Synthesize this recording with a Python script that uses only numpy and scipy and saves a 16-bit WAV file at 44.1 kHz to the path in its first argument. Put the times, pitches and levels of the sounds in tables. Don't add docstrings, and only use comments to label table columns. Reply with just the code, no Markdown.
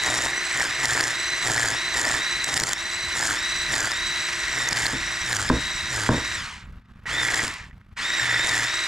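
import sys
import numpy as np
from scipy import signal
from scipy.fft import rfft, irfft
from scipy.io import wavfile
from scipy.ndimage import uniform_filter1d, map_coordinates

SR = 44100
rng = np.random.default_rng(int(sys.argv[2]) if len(sys.argv) > 2 else 0)


def attenuation_scalar(level_db):
    decades = np.asarray(level_db, float) / 20
    return 10 ** decades


def store_pcm(level_fs):
    pcm = np.round(np.clip(level_fs, -1, 1) * 32767).astype(np.int16)
    wavfile.write(sys.argv[1], SR, np.atleast_2d(pcm).T)


N = 391166

# (start t/s, length t/s, full sag of the whine before judder f/Hz,
# scrape level/dB, shake of the fish level/dB)
PRESSES = [(0, 0.26, 247.8, -40, -51), (0.522, .12, 694, -40.5, -47), (0.781, .29, 597.2, -38.5, -41),
           (1.408, 0.29, 720.8, -38.5, -40.5), (1.912, .24, 479.4, -39.5, -58),
           (2.427, 0.13, 232.3, -41, -46), (2.511, 0.17, 1044, -35, -65), (3.126, 0.19, 757.3, -38, -63),
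           (3.67, 0.19, 891.7, -39, -44), (4.515, 0.16, 189.8, -45, -43.5),
           (4.65, 0.24, 519.1, -41.5, -43.5), (5.239, 0.18, 797.8, -40, -37),
           (5.889, .16, 651, -41.5, -36.5), (7.083, 0.15, 198.8, -46, -44), (7.18, 0.27, 450.8, -41, -44.5),
           (8.171, 0.2, 266, -48.5, -41), (8.397, 0.17, 109.7, -42, -53), (8.469, 0.16, 402, -41.5, -39.5)]
# (off t/s, on t/s)
SWITCH_RESTS = [(6.355, 7.056), (7.43, 7.962)]
# (t/s, f/Hz)
FREE_WHINE = [(0, 4016), (3.0, 3962), (5.0, 3865), (6.3, 3857), (8.1, 3800), (8.87, 3895)]
# (t/s, gear rattle level/dB, whine level/dB, shell chatter level/dB)
HAND_LEVELS = [(0, -28, -24, -37), (.3, -30.5, -33, -32.5), (.58, -28, -38, -32.5), (1.3, -29, -32, -36.5),
               (2.2, -28.5, -30, -35.5), (2.9, -32, -33, -38.5), (3.4, -28.5, -29, -40),
               (4.2, -29.5, -29, -36), (4.35, -28.5, -42, -46), (4.6, -29.5, -30.5, -29),
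               (5.1, -30, -37.5, -37.5), (5.65, -31, -32, -41), (6.3, -30.5, -34.5, -41.5),
               (7.2, -30.5, -24, -26), (8.05, -29, -29.5, -34), (8.35, -27, -23.5, -24),
               (8.87, -28, -31.5, -39.5)]
# (f/Hz, level/dB)
HOUSING_COLOUR = [(240, -47), (500, -35.5), (950, -4), (1500, -2), (2020, -0.5), (2600, -2.5), (3250, -5.5),
                  (4150, -6), (4900, -7.5), (7910, -12), (14300, -39.5), (15500, -69)]
MESH_LEVELS = 6.5, 0, 2, -22.5
TONE_CYCLES = 16, 29, 86, 269, 359
TONE_LEVELS = -17.5, -21, -11, -15.5, -21
TONE_WAVERS = 3.7, 3.3, 6.6, 13.2, 19.3
# (f/Hz, level/dB, t60 t/s)
SHELL_MODES = [(1818, -2.5, 0.042), (1941, 6, 0.028), (2104, -4, 0.032)]
# (t/s, level/dB)
BONY_KNOCK = [(2.2, 2.5), (2.8, -1)]
# (f/Hz, level/dB)
RASP_COLOUR = [(1760, -26.5), (3000, 7), (7850, 7), (11000, -6), (14500, -35.5)]
# (f/Hz, level/dB, t60 t/s)
GUARD_MODES = [(7290, -13.5, 0.0075)]
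# (f/Hz, level/dB, t60 t/s)
TABLE_MODES = [(61, -1, 0.082), (126.6, 0.5, 0.089), (260, 3.5, 0.059), (332, -1.5, 0.075), (475, 2, 0.022),
               (623, -2.5, 0.034), (960, 5, 0.015), (1630, 2.5, 0.013)]
# (t/s, level/dB)
SCALE_SNAPS = [(0.037, -15), (0.0673, -14.5), (0.134, -24), (0.8566, -6.5), (0.9842, -27), (1.0093, -6.5),
               (1.04, -12), (1.9746, -15.5), (2.016, -13), (2.0526, -13.5), (2.4442, -11.5), (2.542, -9),
               (2.566, -14.5), (2.5768, -4), (2.593, -26), (2.6005, -3), (2.6095, -9.5), (2.637, -3),
               (2.66, -28), (2.6798, -19.5), (2.6882, -14), (2.7332, -9), (3.2106, -25.5), (3.7413, -14),
               (3.8061, -12), (3.918, -13), (4.6891, -14), (4.7116, -15), (4.7299, -11.5), (4.7726, -13),
               (4.79, -19.5), (4.859, -13.5), (4.867, -9.5), (5.33, -10.5), (5.3498, -18.5), (5.3673, -16),
               (5.4911, -14), (7.345, -11.5), (7.4802, -17.5), (7.54, -23), (8.4924, -16)]
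# (t/s, level/dB)
SMALL_CLICKS = [(7.0566, -35), (7.7106, -45), (7.7298, -46), (7.8133, -51)]
# (t/s, level/dB)
FISH_THUMPS = [(2.543, -28.5), (2.608, -20.5), (4.929, -23.5), (5.4998, -8), (5.509, -19), (5.547, -19.5),
               (6.09, -6.5), (6.115, -20), (6.143, -19.5), (6.177, -21.5), (7.428, -28), (7.482, -39)]
# (f/Hz, level/dB)
WIND_COLOUR = [(12, -50), (30, -1), (65, 0), (233, -11), (369, -48), (1290, -24.5), (4000, -42.5),
               (11700, -67)]
# (t/s, level/dB)
WIND_LEVEL = [(0, -54.5), (6, -43.5), (8.87, -51.5)]
# (f/Hz, level/dB)
PORT_DIFFERENCE = [(25, -15.5), (100, -68), (2400, -13), (7000, -19), (12500, -11)]

WHINE_ORDER = 180
BLADES = 6
LEAN_HZ_PER_S, EASE_S = 7500, 0.035
PULL_S, BRAKE_HZ_PER_S = 0.03, 10500
JUDDER = 0.25
BITE_S, LIFT_S, CLEAR_DB = 0.059, 0.099, -54
MUFFLE_DB, MUFFLE_HZ, FADE_POWER = -15, 700, 2.6
SPEED_POWER, KICK, KICK_S = 1.75, 0.57, 0.022
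STRAIN_DB = 5
CONTACT_S, SOFTEN = 0.0002, 2


def evened(x):
    return x / np.sqrt(np.mean(x ** 2) + 1e-20)


def read(points, hz):
    f, value = np.transpose(points)
    return np.interp(np.log(hz + 1), np.log(f + 1), value)


def columns(rows):
    s, *values = np.transpose(rows)
    return [np.interp(np.arange(N) / SR, s, v) for v in values]


def coloured(x, points):
    level_db = read(points, abs(np.fft.fftfreq(4096, 1 / SR)))
    log_gain = np.log(attenuation_scalar(np.maximum(level_db, -100)))
    response = np.fft.ifft(np.exp(np.conj(signal.hilbert(log_gain)))).real[:2048]
    return signal.oaconvolve(x, response)[:N]


def ring(hz, t60, size=8000):
    t = np.arange(size) / SR
    return attenuation_scalar(-60 * t / t60) * np.sin(2 * np.pi * hz * t)


def wander(hz):
    return evened(signal.lfilter([1], [1, -np.exp(-2 * np.pi * hz / SR)], rng.standard_normal(N)))


def grains(per_s, spread_db):
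    size = attenuation_scalar(spread_db * np.minimum(rng.exponential(1, N), 4)) * rng.choice([-1., 1.], N)
    return size * (rng.random(N) < per_s / SR)


def passes(cycles):
    return np.diff(np.floor(cycles), prepend=0)


def add(mix, s, sound):
    part = mix[round(s * SR):][:len(sound)]
    part += sound[:len(part)]


def motor():
    t = np.arange(0, N / SR + .002, .001)
    load, scrape, shake = np.zeros((3, len(t)))
    for s, length, sag_hz, scrape_db, shake_db in PRESSES:
        lean = np.clip(LEAN_HZ_PER_S * (t - s), 0, sag_hz)
        load = np.maximum(load, lean * np.exp(-np.maximum(t - s - length, 0) / EASE_S))
        contact = np.clip(np.minimum((t - s) / BITE_S, (s + length - t) / LIFT_S + 1), 0, 1)
        scrape = np.maximum(scrape, contact * (scrape_db - CLEAR_DB))
        shake = np.maximum(shake, contact * attenuation_scalar(shake_db))
    on = 1. - sum((t > off_s) & (t < on_s) for off_s, on_s in SWITCH_RESTS)
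    free = np.interp(t, *np.transpose(FREE_WHINE))
    stride = N // len(t)
    flutter = wander(hz=15.)[:stride * len(t):stride]
    hz = free - load * (1 + JUDDER * flutter)
    hz[0] = 3900
    for k in range(1, len(t)):
        slope = (hz[k] - hz[k - 1]) / PULL_S if on[k] else -BRAKE_HZ_PER_S
        hz[k] = max(hz[k - 1] + slope / 1000, 0)
    pull = signal.lfilter([.001 / KICK_S], [1, .001 / KICK_S - 1], on * (1 - hz / free))
    busy_db = 20 * np.log10((hz / free) ** SPEED_POWER + KICK * pull + 0.00083)
    muffle_db = MUFFLE_DB * (load / MUFFLE_HZ) ** 2 + FADE_POWER * busy_db
    press_db = CLEAR_DB + scrape + busy_db * .8
    return columns(np.c_[t, hz, busy_db, on * load / MUFFLE_HZ, muffle_db, press_db, shake])


def beat(turns):
    thirds = 7.0 * np.cos(2 * np.pi * (3 * turns + .1 * wander(hz=5.)))
    return thirds + 3.5 * np.cos(2 * np.pi * turns) + 3.0 * np.tanh(wander(hz=30.))


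def gears(turns, drive, load, rattle_db, whine_db):
    order = np.arange(1025)
    mesh = 1 + sum(attenuation_scalar(db) / (1 + ((order - k * WHINE_ORDER / 2) / 11.3) ** 2)
                   for k, db in enumerate(MESH_LEVELS, 1))
    patches = attenuation_scalar(1.2 * np.repeat(rng.standard_normal(32), 64))
    flaws = evened(irfft(mesh * rfft(rng.standard_normal(2048) * patches)))
    repeated = map_coordinates(flaws, [turns % 1 * 2048], order=3, mode="grid-wrap")
    play = rng.standard_normal(N) * attenuation_scalar(9.7 * np.tanh(wander(hz=45.)))
    rattle = evened(coloured(repeated + attenuation_scalar(-7) * play, HOUSING_COLOUR))
    for k, db, waver_db in zip(TONE_CYCLES, TONE_LEVELS, TONE_WAVERS):
        strain_db = STRAIN_DB * load * (k > WHINE_ORDER)
        level = drive * attenuation_scalar(db + strain_db + waver_db * np.tanh(wander(hz=24.3)))
        cycles = k * (turns + 0.00035 * wander(hz=40.)) + rng.random()
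        rattle += level * np.sin(2 * np.pi * cycles)
    whine = drive * np.sin(2 * np.pi * WHINE_ORDER * turns + 0.5 * wander(hz=50.))
    return attenuation_scalar(rattle_db) * rattle + attenuation_scalar(whine_db) * whine


def groan(turns, drive, load, rattle_db):
    level = drive * (0.053 + load) * attenuation_scalar(7.0 + 3.0 * np.tanh(wander(hz=44.6)))
    swell = 1 + 0.52 * np.cos(4 * np.pi * turns)
    jolt = 1 + np.minimum(load, 1) * np.cos(2 * np.pi * BLADES * turns)
    tone = np.sin(np.pi * WHINE_ORDER * turns + wander(hz=60.))
    return attenuation_scalar(rattle_db) * level * swell * jolt * tone


def shell(force):
    modes = sum(attenuation_scalar(db) * ring(hz, t60, size=1500) for hz, db, t60 in SHELL_MODES)
    return signal.oaconvolve(force, modes)[:N]


def chatter(level_db, beat_db):
    return attenuation_scalar(level_db) * evened(shell(attenuation_scalar(beat_db) * rng.standard_normal(N)))


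def guard(force):
    modes = sum(attenuation_scalar(db) * ring(hz, t60, size=400) for hz, db, t60 in GUARD_MODES)
    return coloured(force, RASP_COLOUR) + signal.oaconvolve(force, modes)[:N]


def table(force):
    modes = sum((-1) ** k * attenuation_scalar(db) * ring(hz, t60) for k, (hz, db, t60) in enumerate(TABLE_MODES))
    return signal.oaconvolve(force, modes)[:N]


def blades(turns, press_db, shake):
    bite = .4 + np.exp(-(BLADES * turns % 1) / .3)
    clumps = attenuation_scalar(4.3 * wander(hz=29.2).clip(-2, 1))
    crackle = bite * clumps * (grains(900.0, 2.94) + 0.53 * rng.standard_normal(N))
    rasp = attenuation_scalar(1.19 * press_db + 18.0) * evened(guard(crackle))
    blows = bite * grains(600., 1.6)
    flesh = signal.lfilter(*signal.butter(N=2, Wn=[350, 1500], btype="band", fs=SR), blows)
    knocking = attenuation_scalar(5.5) * evened(flesh) + evened(table(blows))
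    throb = shake * np.sqrt(2) * np.sin(2 * np.pi * BLADES * turns)
    return rasp + throb + attenuation_scalar(press_db + columns(BONY_KNOCK)[0]) * knocking


def nicks(turns, press_db):
    size = attenuation_scalar(press_db + 11.0 + 2.24 * np.minimum(rng.exponential(1, N), 2))
    size = size * rng.choice([-1., 1.], N)
    catch = size * passes(BLADES * turns + 0.16 * wander(hz=63.9)).clip(0)
    return guard(catch) + attenuation_scalar(-11.5) * shell(catch)


def snaps():
    slips, knocks, rings = np.zeros((3, N))
    t = np.arange(600) / SR
    for (s, db), pitch in zip(SCALE_SNAPS, rng.random(len(SCALE_SNAPS))):
        fall_db = 60 * np.maximum((.004 - t) / 0.011, (t - .004) / 0.0045)
        slip = attenuation_scalar(db - fall_db) * rng.standard_normal(600)
        add(slips, s - .004, slip)
        add(rings, s - .004, np.convolve(slip, ring(4300 + 2600 * pitch, 0.0045, size=300)))
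        add(knocks, s, attenuation_scalar(db) * np.ones(1))
        add(slips, s, attenuation_scalar(db + 3.5) * np.ones(1))
    for s, db in SMALL_CLICKS:
        add(knocks, s, attenuation_scalar(db - 60 * t / 0.007) * rng.standard_normal(600))
    return attenuation_scalar(-15) * shell(knocks) + attenuation_scalar(-15.0) * guard(slips) + attenuation_scalar(-14.5) * rings


def thumps():
    force = np.zeros(N)
    t = np.arange(4000) / SR
    for s, db in FISH_THUMPS:
        touch_s = min(CONTACT_S * attenuation_scalar(SOFTEN * (-14 - db)), .0015)
        push = np.sin(np.pi * np.minimum(t / touch_s, 1)) / (touch_s * SR)
        settle = 0.031 * uniform_filter1d(rng.standard_normal(4000), size=14) * attenuation_scalar(-60 * t / 0.22)
        add(force, s, attenuation_scalar(db) * (push + settle))
    return -attenuation_scalar(-2.0) * table(force)


def wind():
    level_db = columns(WIND_LEVEL)[0] + 6.2 * np.tanh(wander(hz=19))
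    return attenuation_scalar(level_db) * evened(coloured(rng.standard_normal(N), WIND_COLOUR))


def scene():
    whine_hz, busy_db, load, muffle_db, press_db, shake = motor()
    rattle_db, whine_db, chatter_db = columns(HAND_LEVELS)
    rattle_db = rattle_db + busy_db
    whine_db = whine_db + muffle_db + 4.0 * np.tanh(wander(hz=18.))
    turns = np.cumsum(whine_hz / WHINE_ORDER) / SR
    drive = (whine_hz / whine_hz.max()) ** 3
    beat_db = beat(turns)
    near = gears(turns, drive * attenuation_scalar(0.3 * beat_db), load, rattle_db, whine_db)
    near += groan(turns, drive, load, rattle_db) + chatter(chatter_db + busy_db, beat_db)
    near += blades(turns, press_db, shake) + nicks(turns, press_db)
    near += snaps() + thumps() + wind()
    return np.array([near, near])


def levelled(x, knee_db=-20.0, squeeze=0.79, recover_db_per_s=202.0):
    treble_lifted = signal.lfilter([2, -1.5], [1], x)
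    power = uniform_filter1d(treble_lifted ** 2, size=80, origin=39)
    power_db = 10 * np.log10(abs(power) + 1e-12)
    fall = np.arange(N) * recover_db_per_s / SR
    held_db = np.maximum.accumulate(power_db + fall) - fall
    over_db = np.maximum(held_db - knee_db, 0)
    return attenuation_scalar(-squeeze * uniform_filter1d(over_db, size=100, origin=49))


def roll_off(x):
    return signal.sosfilt(signal.butter(12, 15770, fs=SR, output="sos"), x)


def record(dry):
    dry = dry * levelled(dry[0])
    hz, t, z = signal.stft(dry[0], SR, nperseg=512)
    noise = rng.standard_normal((len(t), len(hz), 2))
    a, b = uniform_filter1d(uniform_filter1d(noise, size=5, axis=0), size=4, axis=1).T
    shifting = attenuation_scalar(read(PORT_DIFFERENCE, hz))[:, None] * (evened(a) + 1j * evened(b))
    lean = -.035 - 1j * (hz / 4000 * np.exp(-hz / 3500))[:, None]
    side = signal.istft(z * (shifting + lean), SR, nperseg=512)[1][:N]
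    band_limit = signal.butter(20, 14500, fs=SR, output="sos")
    ports = signal.sosfilt(band_limit, dry + np.outer([1, -1], side))
    return roll_off(ports)


dry = scene()
out = record(dry)
store_pcm(out)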